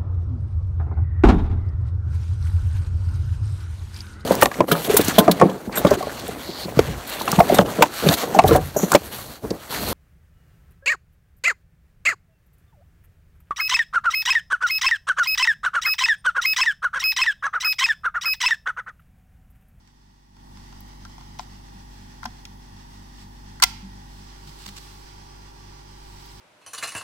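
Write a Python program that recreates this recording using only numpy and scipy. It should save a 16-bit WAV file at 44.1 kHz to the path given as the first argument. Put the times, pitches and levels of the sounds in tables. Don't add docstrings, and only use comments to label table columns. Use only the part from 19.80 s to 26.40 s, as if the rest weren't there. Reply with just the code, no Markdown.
import sys
import numpy as np
from scipy import signal
from scipy.fft import rfft, irfft
from scipy.io import wavfile
from scipy.ndimage import uniform_filter1d

SR = 44100
rng = np.random.default_rng(int(sys.argv[2]) if len(sys.argv) > 2 else 0)


def bounce(signal):
    frames = np.transpose(np.atleast_2d(signal))
    limited = np.clip(frames, -1, 1)
    pcm = np.round(limited * 32767).astype(np.int16)
    wavfile.write(sys.argv[1], SR, pcm)


N = 291060
TIME = np.arange(N) / SR

# frequency in Hz, relative level in dB.
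CLOTH_COLOUR = [(400, -25), (1000, -6), (2100, -8), (4400, -2.5), (6500, -10.5), (8000, -7), (10000, -20),
                (16000, -17)]
# frequency in Hz, relative level in dB.
HISS_COLOUR = [(7000, -20), (9000, -1), (10500, 3.5), (12500, -0.5), (16000, 0)]


def undb(db):
    return 10 ** (np.asarray(db) / 20)


def unit(x):
    return x / np.sqrt(np.mean(x ** 2))


def on_bins(points, size):
    hz, value = np.transpose(points)
    bins_hz = np.fft.rfftfreq(size, 1 / SR)
    return np.interp(np.log(bins_hz + 1), np.log(hz + 1), value)


def noise(colour, size=N, alike=0.):
    mid, side = rfft(rng.standard_normal((2, size)))
    alike = np.clip(alike, -1, 1)
    ears = mid * np.sqrt(1 + alike) + side * np.sqrt(1 - alike) * np.array([[1], [-1]])
    return unit(irfft(ears * undb(on_bins(colour, size)), size))


def pan(db):
    return undb(np.array([[db], [-db]]) / 2)


def band(x, hz, kind, order=4):
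    return signal.sosfilt(signal.butter(order, hz, kind, fs=SR, output="sos"), x)


def fade(t, t60):
    return np.exp(-np.log(1000) * t / t60)


def add(out, s, sound):
    start = int(s * SR)
    out[:, start:start + sound.shape[1]] += sound[:, :N - start]


def walk(rate):
    knots = rng.standard_normal(400)
    return np.interp(TIME * rate, np.arange(len(knots)), knots)


def hush(rise_s, hush_db=-11, rise_at_s=0.53):
    since_rise = np.maximum(TIME - rise_at_s, 0)
    return undb(hush_db * np.exp(-since_rise / rise_s))


def motor(away, waver_db=1.1, housing_waver_db=2, ear_lag_s=0.00041, side_over_db=2, side_away_db=-4):
    # level with the arm over the board in dB, level with the arm away in dB, before the drone gain.
    shaft_lines = [(-47, -48), (-72, -72), (-57, -58.5), (-66, -66), (-56, -57), (-65, -69), (-61, -67),
                   (-68, -83), (-58, -67), (-65, -66), (-65, -68), (-73, -72), (-68, -66), (-70, -64),
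                   (-75, -73), (-73, -67)]
    # level with the arm over in dB, level with the arm away in dB, before the drone gain.
    mains_lines = [(-57.3, -58.5), (-62, -66), (-63.5, -66)]
    # multiple, level with the arm over in dB, level with the arm away in dB, before the drone gain.
    housing_lines = [(33, -64, -62), (34, -69, -72), (35, -62, -61), (36, -63, -65), (37, -65, -72),
                     (38, -64, -63), (39, -63, -63), (40, -63, -61), (42, -66, -66), (48, -75, -69),
                     (58, -74, -71), (80, -70, -71)]
    shaft_hz, mains_hz = 23.99, 50.04
    throb_s = 1.018

    shaft_line_hz = shaft_hz * np.arange(2, len(shaft_lines) + 2)
    low_hz = [*shaft_line_hz, 2 * mains_hz, 2 * mains_hz + 4 * shaft_hz, 4 * mains_hz]
    phases = rng.uniform(0, 2 * np.pi, 100)

    def line(hz, levels_db, wander_db, t):
        db = levels_db[0] * (1 - away) + levels_db[1] * away + wander_db * walk(9.5)
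        phase = phases[round(hz / shaft_hz)]
        return np.sqrt(2) * undb(db) * np.sin(2 * np.pi * hz * t + phase)

    low_lines = zip(low_hz, shaft_lines + mains_lines)
    hum = sum(line(hz, db, waver_db, TIME - throb_s) for hz, db in low_lines)
    ear_time = TIME - np.array([[ear_lag_s], [0]])
    whine = sum(line(k * shaft_hz, db, housing_waver_db, ear_time) for k, *db in housing_lines)
    return hum + whine * (pan(side_over_db) * (1 - away) + pan(side_away_db) * away)


def comb(x, lag_s=0.001149, sway_s=.00008, share=0.2):
    late = TIME - lag_s - sway_s * walk(2.8)
    reflection = np.array([np.interp(late, TIME, ear) for ear in x])
    return (x + share * reflection) / np.hypot(1, share)


def background(flicker_db=1.5, drift_db=0.02):
    # time in seconds, share of the way out.
    arm_path = [(4.25, 0.012), (4.75, 1)]
    # frequency in Hz, relative level in dB.
    rumble_over = [(20, 4), (60, -6), (110, -2), (175, -1), (230, -2), (290, -4.5), (400, -8), (480, -13.5),
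                   (650, -11.5), (850, -11), (980, -18), (1100, -9), (1300, -31), (1700, -43)]
    # frequency in Hz, relative level in dB.
    rumble_away = [(20, 3), (60, -7), (110, -6.5), (165, -2.5), (230, -10.5), (370, -2), (480, -12.5),
                   (560, -10), (650, -13.5), (830, -8.5), (960, -5), (1050, -20), (1150, -6.5), (1600, -49)]
    # frequency in Hz, relative level in dB.
    rush_over = [(710, -20), (1200, -0.5), (1310, -5), (1410, -1), (1630, -4), (1890, 0.5), (2150, -4.5),
                 (2500, -7.5), (3270, -3), (3910, -6.5), (4990, -2), (6160, -6), (7110, -12.5), (8130, -11),
                 (9000, -19), (11700, -44), (19800, -120)]
    # frequency in Hz, relative level in dB.
    rush_away = [(710, -15), (1200, 5.5), (1310, -58), (1340, 5.5), (1420, -1), (1830, -1.5), (2010, 1),
                 (2500, -5.5), (2840, -1), (3910, -4.5), (4950, 1), (6060, -3), (7170, -11), (8340, -9),
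                 (9000, -17), (11700, -45), (19800, -120)]

    away = np.interp(TIME, *np.transpose(arm_path))
    near, far = np.sqrt(np.clip([1 - away, away], 0, 1))

    alike = on_bins([(60, 0.78), (150, 0.69), (300, -0.99), (650, -0.45), (1400, 0.41)], N)
    rumble = near * undb(-53.5) * noise(rumble_over, alike=alike)
    rumble = rumble + far * undb(-53) * noise(rumble_away, alike=alike)

    rush = near * undb(-54.5) * noise(rush_over) + far * undb(-52.5) * noise(rush_away)
    rush = rush * undb(flicker_db * walk(22) + drift_db * walk(3.86))
    hiss = undb(-65) * noise(HISS_COLOUR)

    motor_db = 0.13 + 2.0 * np.exp(-((TIME - 3.94) / 0.38) ** 2)
    drone = undb(motor_db) * motor(away) + rumble * pan(-3)
    air = comb(rush) * pan(-4) + hiss * pan(3.4)
    return drone * hush(rise_s=0.075) + air * hush(rise_s=0.12)


def contact(pitch_hz, levels_db, ring_db, crack_db=11, crack_t60=0.02, knock_width=1.35, latch_hz=1850,
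            tick_hz=7000, scatter_hz=1800, span_s=0.0026):
    # frequency in Hz, relative level in dB, decay by 60 dB in seconds.
    modes = [(743, -5.5, 0.089), (884, 5.5, 0.027), (1017, 0, 0.039), (1378, 0, 0.045), (1572, 0, 0.039),
             (2096, -1.5, 0.036), (2000, -6, 0.057), (2430, 2, 0.019), (3120, -7, 0.025),
             (3320, -3.5, 0.04), (3870, -1, 0.021), (4550, 6.5, 0.015), (5360, 2.5, 0.02),
             (5910, 2.5, 0.014), (6860, -13, 0.028), (8230, 5, 0.0068), (9900, -31, .016),
             (10100, -20, 0.029), (13400, -53, 0.007), (16000, -23, 0.011)]
    # frequency in Hz, relative level in dB.
    crack_colour = [(100, -16), (480, -21), (700, 21), (900, 8), (1500, -4), (1750, 5), (3300, 4.5),
                    (5500, -0.5), (7200, -5), (10000, -7), (16000, -8.5)]

    t = np.arange(4096) / SR
    hz, db, t60 = np.transpose(modes)[:, :, None, None]
    phases = hz / scatter_hz * rng.standard_normal((len(modes), 2, 1))
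    ring = np.sum(undb(db) * fade(t, t60) * np.sin(2 * np.pi * hz * t + phases), axis=0)
    crack = noise(crack_colour, size=len(t), alike=0.1) * fade(t, crack_t60)
    blow = undb(ring_db) * ring + undb(crack_db) * crack

    board = band(blow, 780, "high", order=5)
    knock = band(board, [pitch_hz / knock_width, pitch_hz * knock_width], "band", order=2)
    latch = band(blow, [latch_hz, tick_hz], "band")
    tick = band(blow, tick_hz, "high")
    mix = sum(undb(level_db) * unit(part) for level_db, part in zip(levels_db, (knock, latch, tick)))
    return mix * np.sqrt(span_s / t[-1])


def module(ring_db=0):
    # start in seconds, knock pitch in Hz, board knock in dB, latch ring in dB, bright tick in dB.
    contacts = [(0.075, 1190, -59, -55, -66), (0.567, 1080, -51.5, -56, -67.5),
                (0.772, 1100, -48.5, -46.5, -70), (0.9265, 1070, -42.5, -49, -62),
                (1.251, 1300, -36.5, -42, -54), (1.381, 990, -41.5, -48, -69),
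                (1.410, 990, -42.5, -48, -65), (1.589, 1090, -48, -39, -48), (1.5941, 900, -25, -32, -57),
                (2.431, 1380, -28, -43, -54), (2.4407, 1200, -40, -38, -51), (2.454, 880, -22, -40, -42),
                (2.4575, 1600, -27, -29.5, -57), (2.6525, 1480, -43.5, -33.5, -47),
                (3.8, 1490, -32.5, -44, -44), (3.821, 1230, -23, -32, -50), (3.8236, 1430, -13, -11.5, -14),
                (3.8357, 1200, -15.5, -10, -9.5), (3.838, 1080, -16.5, -7.5, -12)]
    # frequency in Hz, left minus right in dB.
    side_balance = [(400, 0), (700, 9), (1000, 4.5), (1400, 3), (2380, 0.5), (4400, -4.5), (8120, -0.5),
                    (15000, 5)]

    out = np.zeros((2, N))
    for s, pitch_hz, *levels_db in contacts:
        add(out, s, contact(pitch_hz, levels_db, ring_db))

    chatter_db = np.array((-15, -11.5, -24))
    fade_db_per_s, jitter_s = 300, 0.0003
    for late in 0.003 * np.arange(3) + jitter_s * rng.standard_normal(3):
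        add(out, 3.826 + late, contact(1150, chatter_db - fade_db_per_s * late, ring_db))

    sides = undb(on_bins(side_balance, N) * np.array([[1], [-1]]) / 2)
    even_power = np.sqrt(np.mean(sides ** 2, axis=0))
    return irfft(rfft(out) * sides / even_power, N)


def room(x, split_hz=4500, low_t60=0.59, treble_t60=0.37, build_s=0.0015):
    t, out = TIME[:SR // 2], 0
    for ray in x:
        wash = rng.standard_normal((2, len(t)))
        low = band(wash, split_hz, "low") * fade(t, low_t60)
        treble = undb(-2) * band(wash, split_hz, "high") * fade(t, treble_t60)
        tail = (low + treble) * (1 - np.exp(-t / build_s))
        tail = unit(tail) / np.sqrt(len(t) * len(x))
        out = out + signal.oaconvolve(ray[None], tail, axes=1)[:, :N]
    return out * pan(-4.5)


def soft_swells(flicker_db=0.9, cloth_side_db=-3, hiss_side_db=3):
    # peak in seconds, rise in seconds, fall in seconds, cloth in dB, fine hiss in dB.
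    swells = [(0.72, .09, 0.11, -63.5, -76), (2.16, .08, 0.11, -61, -80), (3.13, 0.053, .12, -61, -75),
              (3.42, .05, 0.034, -52.5, -73), (4.37, 0.12, 0.13, -55, -72), (4.9, 0.28, 0.4, -51, -59.5),
              (6.38, 0.21, 0.49, -53, -62.5)]
    out = 0
    for s, rise, fall, cloth_db, fine_db in swells:
        bell = np.exp(-((TIME - s) / np.where(TIME < s, rise, fall)) ** 2)
        cloth = undb(cloth_db) * noise(CLOTH_COLOUR) * pan(cloth_side_db)
        fine = undb(fine_db) * noise(HISS_COLOUR) * pan(hiss_side_db)
        out = out + bell * (cloth + fine)
    return out * undb(flicker_db * walk(25))


def fine_ticks(side_db=3, lowest_hz=11000, t60=0.012):
    # start in seconds, level in dB before the decay.
    ticks = [(1.006, -35), (1.081, -50), (6.459, -40)]
    out, t = np.zeros((2, N)), TIME[:SR // 20]
    for s, db in ticks:
        treble = unit(band(rng.standard_normal((2, len(t))), lowest_hz, "high"))
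        add(out, s, undb(db) * treble * fade(t, t60))
    return out * pan(side_db)


def sleeve(grain_db=4, side_db=-3.5):
    # start in seconds, length in seconds, level in dB.
    scuffs = [(1.58, 0.068, -53.5), (4.667, 0.039, -50), (4.776, 0.097, -50.5), (4.86, 0.009, -36.5),
              (4.875, 0.024, -41.5), (4.96, 0.016, -43), (4.974, .016, -41.5)]
    out = np.zeros((2, N))
    for s, length, db in scuffs:
        size = int(length * SR)
        waver = unit(uniform_filter1d(rng.standard_normal(size), size=40))
        grains = undb(grain_db * waver)
        scuff = noise(CLOTH_COLOUR, size=size) * grains * signal.windows.tukey(size, .5)
        add(out, s, undb(db) * unit(scuff))
    return out * pan(side_db)


def case():
    # start in seconds, pitch in Hz, peak level in dB, swell time in seconds.
    booms = [(1.94, 194.6, -43.5, 0.012), (2.456, 232, -36.5, 0.0074), (3.828, 50, -41, 0.013),
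             (3.83, 215, -54, 0.014), (4.02, 193, -37, 0.015), (4.665, 160, -43.5, 0.01),
             (4.865, 198, -44, 0.011)]
    out, t = np.zeros((2, N)), TIME[:SR // 2]
    for s, hz, db, swell in booms:
        rise = t / swell / 2
        envelope = (rise * np.exp(1 - rise)) ** 2
        add(out, s, undb(db) * envelope * np.sin(2 * np.pi * hz * t) * pan(0))
    return out


def scene():
    scuffs = sleeve()
    radiated = module(ring_db=-4) + scuffs
    close = module() + scuffs + soft_swells() + case() + fine_ticks()
    return close + undb(-22.5) * room(radiated) + background()


def record(dry):
    low_pass = signal.ellip(10, .2, 70, 15900, fs=SR, output="sos")
    return signal.sosfilt(low_pass, np.clip(dry, -1, 1))


dry = scene()
out = record(dry)
bounce(out)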